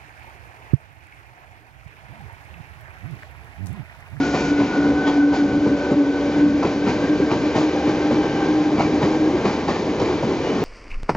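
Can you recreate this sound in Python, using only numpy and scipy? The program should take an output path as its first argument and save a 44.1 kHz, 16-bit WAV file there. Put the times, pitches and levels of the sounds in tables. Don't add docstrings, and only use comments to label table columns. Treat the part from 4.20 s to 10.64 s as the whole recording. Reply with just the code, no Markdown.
import sys
import numpy as np
from scipy import signal
from scipy.fft import rfft, irfft
from scipy.io import wavfile
from scipy.ndimage import uniform_filter1d

SR = 44100
rng = np.random.default_rng(int(sys.argv[2]) if len(sys.argv) > 2 else 0)


def master_out(mix):
    frames = np.transpose(np.atleast_2d(mix))
    ceiling = np.clip(frames, -1, 1)
    pcm = np.round(ceiling * 32767).astype(np.int16)
    wavfile.write(sys.argv[1], SR, pcm)


N = 284004
TIME = np.arange(N) / SR
FREQS = np.fft.rfftfreq(N, 1 / SR)

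# [f/Hz, likeness 0 to 1]
PORT_LIKENESS = [(30, .6), (70, 1), (130, 1), (260, 1), (500, 1), (1000, 0.96), (1900, 0.92), (3600, 0.8),
                 (7000, 0.86)]
# [f/Hz, lead/rad]
PORT_LEAD = [(100, 0.048), (400, 0.11), (1000, 0.28), (2000, 0.84), (4000, 1), (7200, 0.46)]
# [f/Hz, width/Hz, lift/dB]
STEEL_MODES = [(790, 220, 1.5), (940, 93, 0.5), (1830, 29, 4.5), (2070, 220, 4), (2353, 220, 6),
               (2770, 57, -4.5), (3005, 80, 3.5), (3910, 220, 1.5), (4700, 500, 1.5)]


def amp(db):
    return 10 ** (np.asarray(db) / 20)


def unit(x):
    return x / np.sqrt(np.mean(abs(x) ** 2) + 1e-20)


def add(mix, s, sound):
    part = mix[..., round(s * SR):][..., :sound.shape[-1]]
    part += sound[..., :part.shape[-1]]


def curve(rows, axis=1):
    rows = np.array(rows)
    return np.interp(TIME, rows[:, 0], rows[:, axis])


def read(points, hz):
    f, value = np.transpose(points)
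    return np.interp(np.log(hz + 1), np.log(f + 1), value)


def drift(rate_hz):
    slow = rfft(rng.standard_normal(N)) * np.exp(-(FREQS / rate_hz) ** 2)
    return unit(irfft(slow, N))


def steadied(x, window_s):
    size = int(window_s * SR)
    power = uniform_filter1d((x ** 2).mean(0), size=size)
    power = uniform_filter1d(power, size=size)
    return unit(x / np.sqrt(abs(power) + 1e-9))


def noise(colour, lift_db=0):
    a, b = rfft(rng.standard_normal((2, N)))
    same = np.clip(read(PORT_LIKENESS, FREQS), 0, 1)
    right = same * a + np.sqrt(1 - same ** 2) * b
    right = right * np.exp(-1j * read(PORT_LEAD, FREQS))
    spectrum = np.array([a, right]) * amp(read(colour, FREQS) + lift_db)
    return unit(irfft(spectrum, N))


def tone(hz, scatter, spread_hz):
    near, apart = (unit(drift(spread_hz) + 1j * drift(spread_hz)) for _ in range(2))
    same = np.clip(read(PORT_LIKENESS, hz.mean()), 0, 1)
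    echoes = np.array([near, same * near + np.sqrt(1 - same ** 2) * apart])
    phase = 2 * np.pi * (np.cumsum(hz) / SR + rng.random())
    phases = np.array([phase, phase - read(PORT_LEAD, hz)])
    return unit(((1 + scatter * echoes) * np.exp(1j * phases)).real)


def steel():
    return sum(db / (1 + (2 * (FREQS - hz) / width) ** 2) for hz, width, db in STEEL_MODES)


def draught():
    # [f/Hz, relative level/dB]
    eddy_colour = [(15, -32), (35, -8.5), (65, 4), (110, 7), (170, 0.5), (260, -11.5), (500, -28.5)]
    # [t/s, level/dB]
    strength = [(0, -58.5), (1, -44), (2.3, -42), (3.2, -43), (4.8, -55), (6.44, -42)]
    eddies = irfft(rfft(rng.standard_normal((2, N))) * amp(read(eddy_colour, FREQS)), N)
    return amp(curve(strength) + 3.4 * drift(7.8)) * unit(eddies)


def air_jet():
    # [start t/s, length/s from start to shutting, level/dB]
    jet = (-.02, 0.31, -42)
    # [f/Hz, relative level/dB]
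    jet_colour = [(1500, -12), (3500, -10), (5500, 1), (7000, -3), (7700, -13)]
    rise_s, t60_s = 0.069, 0.25
    start, length, db = jet
    opening = np.clip((TIME - start) / rise_s, 0, 1)
    shut = np.maximum(TIME - start - length, 0)
    dying = np.exp(-np.log(1000) * shut / t60_s)
    return amp(db) * opening * dying * noise(jet_colour)


def rolling():
    # [t/s, rumble/dB, roar/dB, hiss/dB]
    levels = [(0, -26, -24, -34), (.8, -23.5, -24.5, -37), (1.05, -27, -25, -38), (1.3, -23.5, -24.5, -38),
              (1.55, -28.5, -25, -37), (1.85, -31, -24.5, -37.5), (2.05, -29.5, -25, -37),
              (2.18, -24, -22, -35), (2.36, -22.5, -23.5, -34.5), (2.6, -25, -26, -37.5),
              (3.3, -27.5, -23, -34.5), (3.95, -28.5, -23.5, -35), (4.3, -25.5, -22.5, -35),
              (4.52, -27, -24, -36.5), (5.2, -25, -21.5, -35), (5.7, -28, -24, -37),
              (5.88, -23.5, -21, -35), (6.18, -28, -23.5, -35.5), (6.44, -25, -21.5, -34)]
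    # [f/Hz, relative level/dB]
    rumble_colour = [(20, -29), (40, -13), (70, -12), (100, -7.5), (160, -1), (230, 0), (300, 4.5),
                     (420, -31.5), (800, -49)]
    roar_colour = [(150, -30.5), (280, -1), (360, 2.5), (470, -0.5), (660, -10.5), (900, -11),
                   (1120, -13.5), (1320, -20.5), (1700, -24.5), (2600, -45)]
    hiss_colour = [(700, -26.5), (1400, 8), (2100, 5.5), (2750, 5), (3500, 2.5), (4800, -0.5), (6100, -3),
                   (7000, -7.5), (7700, -44.5)]
    uneven = drift(8.9)
    rumble = amp(curve(levels) + 1.5 * drift(5.0)) * noise(rumble_colour)
    roar = amp(curve(levels, axis=2) + 1.2 * uneven) * noise(roar_colour, steel())
    hiss = amp(curve(levels, axis=3) + 0.49 * uneven) * noise(hiss_colour, steel())
    return rumble + roar + hiss


def high_steel():
    # [middle t/s, half length/s, centre f/Hz, width/Hz of one filter pass, level/dB]
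    swells = [(.2, 0.064, 2410, 450, -37), (0.434, 0.082, 2360, 700, -38.5), (0.886, 0.032, 3290, 600, -36),
              (2.45, .03, 2540, 260, -40.5), (2.71, .05, 2380, 500, -41), (3.39, 0.043, 3600, 4000, -38),
              (4.096, 0.19, 3000, 200, -46), (4.621, .044, 2290, 300, -32), (5.264, 0.022, 2330, 260, -35),
              (5.527, .05, 1780, 90, -38), (5.868, .04, 2360, 170, -41), (6.265, 0.026, 2870, 91, -42.5),
              (6.312, .075, 3000, 65.4, -45)]
    excitation = noise([(100, 0), (8000, 0)])
    out = np.zeros((2, N))
    for s, half, hz, width, db in swells:
        near = abs(TIME - s) < 2 * half
        mode = signal.iirpeak(hz, hz / width, fs=SR)
        band = signal.lfilter(*mode, excitation[:, near])
        band = signal.lfilter(*mode, band)
        swell = np.exp(-((TIME[near] - s) / half) ** 2)
        out[:, near] += amp(db) * swell * unit(band)
    return out


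def blow(rise, t60, hold=0):
    age = TIME[:SR]
    dying = np.exp(-np.log(1000) * np.maximum(age - rise - hold, 0) / t60)
    return np.minimum(age / rise, 1) * dying


def ring(hz, rise, t60):
    half_second = SR // 2
    phase = 2 * np.pi * (hz * TIME[:half_second] + rng.random())
    pitched = np.cos([phase, phase - read(PORT_LEAD, hz)])
    return np.sqrt(2) * blow(rise, t60)[:half_second] * pitched


def wheel_ring(rise):
    slope_db, t60_s = -6.5, .25
    out = 0
    chances = rng.random((len(STEEL_MODES), 2))
    for (hz, width, _), (detune, strength) in zip(STEEL_MODES, chances):
        octaves = np.log2(hz / STEEL_MODES[0][0])
        gain = strength * amp(slope_db * octaves)
        out = out + gain * ring(hz + width * (detune - .5), rise, t60_s)
    return out


def joints():
    # [t/s, rise/s, t60/s, thud/dB, clang/dB, sizzle/dB,
    # crack/dB, ring f/Hz, ring/dB]; rise and t60 are those of the clang
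    axles = [(.125, 0.024, 0.38, -18, -23.5, -30, -25, 610, -28),
             (.392, 0.0077, .36, -17, -23, -33.5, -38, 920, -24),
             (.86, .012, 0.25, -21, -22.5, -30.5, -27, 630, -24),
             (1.117, 0.017, .28, -20.5, -26, -31, -35, 915, -30),
             (1.456, .011, .11, -13.5, -27.5, -44.5, -45.5, 470, -19),
             (1.698, 0.022, .13, -10.5, -28.5, -41, -48, 451, -20.5),
             (2.423, 0.0057, 0.37, -21, -22.5, -34.5, -33, 780, -24),
             (2.658, 0.02, 0.23, -13.5, -24, -31, -36, 1359, -32),
             (3.101, 0.013, .2, -18.5, -23.5, -33.5, -22, 1148, -27.5),
             (3.342, 0.014, 0.28, -20, -22, -31.5, -34, 458, -20),
             (3.664, 0.0089, 0.29, -14.5, -26, -36, -33, 522, -30),
             (3.903, 0.0092, 0.086, -16.5, -25, -38.5, -38, 531, -16.5),
             (4.574, 0.028, 0.21, -18, -18, -30, -36, 801, -20.5),
             (4.819, .01, .22, -14.5, -22.5, -31, -32, 810, -21),
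             (5.241, .013, 0.27, -16, -20, -29, -23.5, 405, -17),
             (5.477, .0037, 0.44, -17, -22.5, -31, -33, 818, -18),
             (5.796, 0.0031, 0.29, -20, -27, -34.5, -37, 517, -17),
             (6.026, .0021, 0.14, -16.5, -27.5, -45, -37, 542, -18.5)]
    # [t/s, rise/s, thud/dB, ring f/Hz, ring/dB]
    low_knocks = [(.2, 0.0093, -32, 375, -26), (.957, .006, -32, 720, -28), (1.3, .017, -21.5, 408, -30),
                  (2.443, .006, -17.5, 400, -17.5), (3.0, 0.0022, -18, 390, -16),
                  (3.37, .014, -27, 621, -21), (3.553, 0.0092, -36, 790, -23),
                  (3.985, .008, -26, 426.2, -18), (5.129, 0.019, -20, 363.4, -18),
                  (5.88, 0.021, -30, 357, -17.5), (6.064, 0.029, -22.5, 360, -16.5),
                  (6.41, .017, -28, 419, -22)]
    # [f/Hz, relative level/dB]
    thud_colour = [(30, -31), (70, -11), (130, 1.5), (210, 6), (300, 3.5), (450, -1), (650, -16.5),
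                   (1300, -45)]
    clang_colour = [(200, -15.5), (420, 7.5), (620, 8), (850, 9), (1100, 6), (1400, -4), (1900, -24.5),
                    (3000, -53.5)]
    sizzle_colour = [(900, 4), (1800, 5.5), (2400, 2.5), (3300, 0), (4800, 0), (6200, -5.5), (7000, -5.5),
                     (7700, -24.5)]
    crack_colour = [(400, -9), (1100, 10), (1600, -2), (2300, 8.5), (3500, -3.5), (5500, -11), (7700, -27)]
    thud_lag_s, thud_rise_s, thud_t60_s = 0.0055, 0.017, 0.19
    crack_rise_s, crack_t60_s = 0.0021, 0.032
    ring_t60_s, knock_t60_s = 0.051, .1
    settle_s = 0.0089
    wheel_ring_db = 2.5
    chatter_db = 1.5

    thud, clang, sizzle, crack = np.zeros((4, N))
    rings = np.zeros((2, N))
    for s, rise, t60, thud_db, clang_db, sizzle_db, crack_db, ring_hz, ring_db in axles:
        add(thud, s + thud_lag_s, amp(thud_db) * blow(thud_rise_s, thud_t60_s))
        add(clang, s, amp(clang_db) * blow(rise, t60, settle_s))
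        add(sizzle, s, amp(sizzle_db) * blow(1.4 * rise, 2.1 * t60, settle_s))
        add(crack, s + rise, amp(crack_db) * blow(crack_rise_s, crack_t60_s))
        add(rings, s, amp(ring_db) * ring(ring_hz, rise, ring_t60_s))
        add(rings, s, amp(sizzle_db + wheel_ring_db) * wheel_ring(rise))
    for s, rise, thud_db, ring_hz, ring_db in low_knocks:
        add(thud, s, amp(thud_db) * blow(rise, thud_t60_s))
        add(rings, s, amp(ring_db) * ring(ring_hz, rise, knock_t60_s))

    chatter = unit(amp(chatter_db * drift(120)))
    lift = steel()
    rattle = clang * steadied(noise(clang_colour, lift), window_s=.012)
    rattle = rattle + sizzle * noise(sizzle_colour, lift)
    thuds = thud * steadied(noise(thud_colour), window_s=0.022)
    cracks = crack * noise(crack_colour, lift)
    return thuds + chatter * rattle + cracks + rings


def car_level(axis):
    # [t/s its front passes, octave of the hum/dB, half the gear pitch/dB, fan tone/dB]
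    stretches = np.array([(0, -40, -35.5, -45), (1.25, -31, -39.5, -33.5), (2.48, -34.5, -46, -41.5),
                          (3.4, -40.5, -34.5, -41), (5.3, -43, -50, -46)])
    handover_s = .4
    passing = np.searchsorted(stretches[1:, 0], TIME)
    return uniform_filter1d(stretches[passing, axis], size=int(handover_s * SR))


def passing_pair(coming, going, axis):
    # [t/s, motor/dB, gearbox/dB]
    balance = [(0, 7.5, 9.5), (.4, 2, -0.5), (.6, 13, -3), (.85, 12, 10), (1.2, -1, 1), (1.65, 9.5, -0.5),
               (1.95, -11, -9.5), (2.35, -17.5, -5), (2.9, -6.5, 1), (3.05, 5.5, 0), (3.3, 4, -4),
               (3.7, 4.5, -5), (4.3, 7.5, 3), (4.8, 1, -8), (5.05, 2, 5.5), (5.3, 4, -9)]
    weight = amp(curve(balance, axis=axis))
    return (weight * coming + going) / np.sqrt(1 + weight ** 2)


def gears():
    # [t/s, f/Hz]
    tooth_pitch = [(0, 1447), (.7, 1481), (1.2, 1500), (1.9, 1527), (2.3, 1537), (2.9, 1564), (3.3, 1577),
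                   (4.2, 1568), (4.8, 1582), (5.3, 1595)]
    # [t/s, level/dB]
    whine_level = [(0, -33), (.04, -27.5), (.22, -37), (.28, -30), (.33, -34.5), (.39, -27.5), (.45, -39),
                   (.53, -30.5), (.68, -28.5), (.73, -34.5), (.8, -26.5), (.87, -27), (.91, -35),
                   (.97, -36), (1.01, -25.5), (1.06, -33), (1.3, -33.5), (1.37, -38.5), (1.61, -33.5),
                   (1.78, -40.5), (1.94, -32), (2.08, -43), (2.22, -35), (2.48, -42), (2.92, -36.5),
                   (3.45, -42.5), (3.62, -37.5), (3.8, -37.5), (3.94, -42), (4.27, -34), (4.35, -43),
                   (4.87, -45), (4.94, -43), (5.0, -43), (5.05, -36), (5.11, -48), (5.18, -38), (5.25, -39),
                   (5.45, -53)]
    doppler = .015
    fading_db = 3
    high_hz = curve(tooth_pitch) * (1 + doppler + 0.001515 * drift(6))
    low_hz = curve(tooth_pitch) * (1 - doppler + .0015 * drift(5.7))
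    whine_coming = tone(high_hz, scatter=1.0, spread_hz=27)
    whine_going = tone(low_hz, scatter=0.97, spread_hz=49)
    whine = passing_pair(whine_coming, whine_going, axis=2)
    growl_coming = tone(high_hz / 2, scatter=1.5, spread_hz=30)
    growl_going = tone(low_hz / 2, scatter=1.0, spread_hz=28)
    growl = passing_pair(growl_coming, growl_going, axis=1)
    swell = amp(curve(whine_level) + fading_db * np.tanh(drift(20)))
    return swell * steadied(whine, window_s=0.065) + amp(car_level(axis=2)) * growl


def motors():
    # [t/s, f/Hz]
    hum_pitch = [(0, 282.8), (.7, 289.3), (1.4, 291.3), (2.3, 295.5), (3, 302.5), (3.8, 302.8), (4.5, 305),
                 (5.1, 309.9), (6.44, 321.6)]
    # [t/s, level/dB]
    hum_level = [(0, -17.5), (.28, -32), (.32, -10.5), (.365, -19), (.41, -14.5), (.44, -16), (.49, -40),
                 (.56, -30), (.59, -14.5), (.635, -20), (.68, -14), (.73, -18), (.82, -24), (.88, -15),
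                 (.93, -23), (.99, -9.5), (1.26, -18), (1.31, -26.5), (1.38, -16), (1.46, -21), (1.52, -13),
                 (1.61, -30), (1.73, -19), (1.77, -11), (1.95, -21), (2.15, -21), (2.23, -11),
                 (2.41, -16.5), (2.47, -35), (2.55, -23), (2.63, -19), (2.7, -29.5), (2.93, -16),
                 (2.98, -28), (3.02, -15), (3.19, -30), (3.26, -17.5), (3.38, -33.5), (3.43, -13),
                 (3.52, -27), (3.78, -20.5), (3.83, -20.5), (3.99, -15.5), (4.14, -31.5), (4.29, -17.5),
                 (4.52, -18.5), (4.6, -26), (4.78, -19.5), (4.81, -22.5), (4.87, -18), (4.92, -25),
                 (4.97, -16.5), (5.08, -18), (5.22, -40.5), (6.44, -42)]
    doppler = .025
    fading_db = 1
    fan_order = 1.645
    drone_db = -41.5
    hz = curve(hum_pitch)
    coming = tone(hz * (1.001 + 0.0068 * drift(8.0)), scatter=0.23, spread_hz=23)
    going = tone(hz * (1 - doppler + 0.00907 * drift(6.96)), scatter=0.51, spread_hz=18)
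    swell = amp(curve(hum_level) + fading_db * np.tanh(drift(17)))
    hum = swell * steadied(passing_pair(coming, going, axis=1), window_s=0.079)
    octave = amp(car_level(axis=1)) * tone(1.975 * hz, scatter=1.1, spread_hz=27)
    fan = amp(car_level(axis=3)) * tone(fan_order * hz, scatter=0.28, spread_hz=14)
    drone = amp(drone_db) * tone(hz / 4, scatter=3.2, spread_hz=9.9)
    return hum + octave + fan + drone


def scene():
    # [f/Hz, left minus right/dB]
    tilt = [(300, 0.54), (2400, 0.5), (4200, 0), (7000, -1)]
    train = motors() + gears() + air_jet() + rolling() + joints() + high_steel()
    port_gain = amp(np.outer([.5, -.5], read(tilt, FREQS)))
    return irfft(rfft(train) * port_gain, N) + draught()


def record(dry):
    edge_hz, threshold_db = 7720, -15
    power = uniform_filter1d((dry ** 2).mean(0), size=600)
    power_db = 10 * np.log10(abs(power) + 1e-12)
    recovery_db = 28 * TIME
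    held_db = np.maximum.accumulate(power_db + recovery_db) - recovery_db
    over_db = np.maximum(held_db - threshold_db, 0)
    ducked = dry * amp(-0.86 - 0.45 * uniform_filter1d(over_db, size=400))
    taps = signal.firwin(301, edge_hz, window=("kaiser", 8), fs=SR)
    return signal.oaconvolve(ducked, taps[None], "same")


dry = scene()
out = record(dry)
master_out(out)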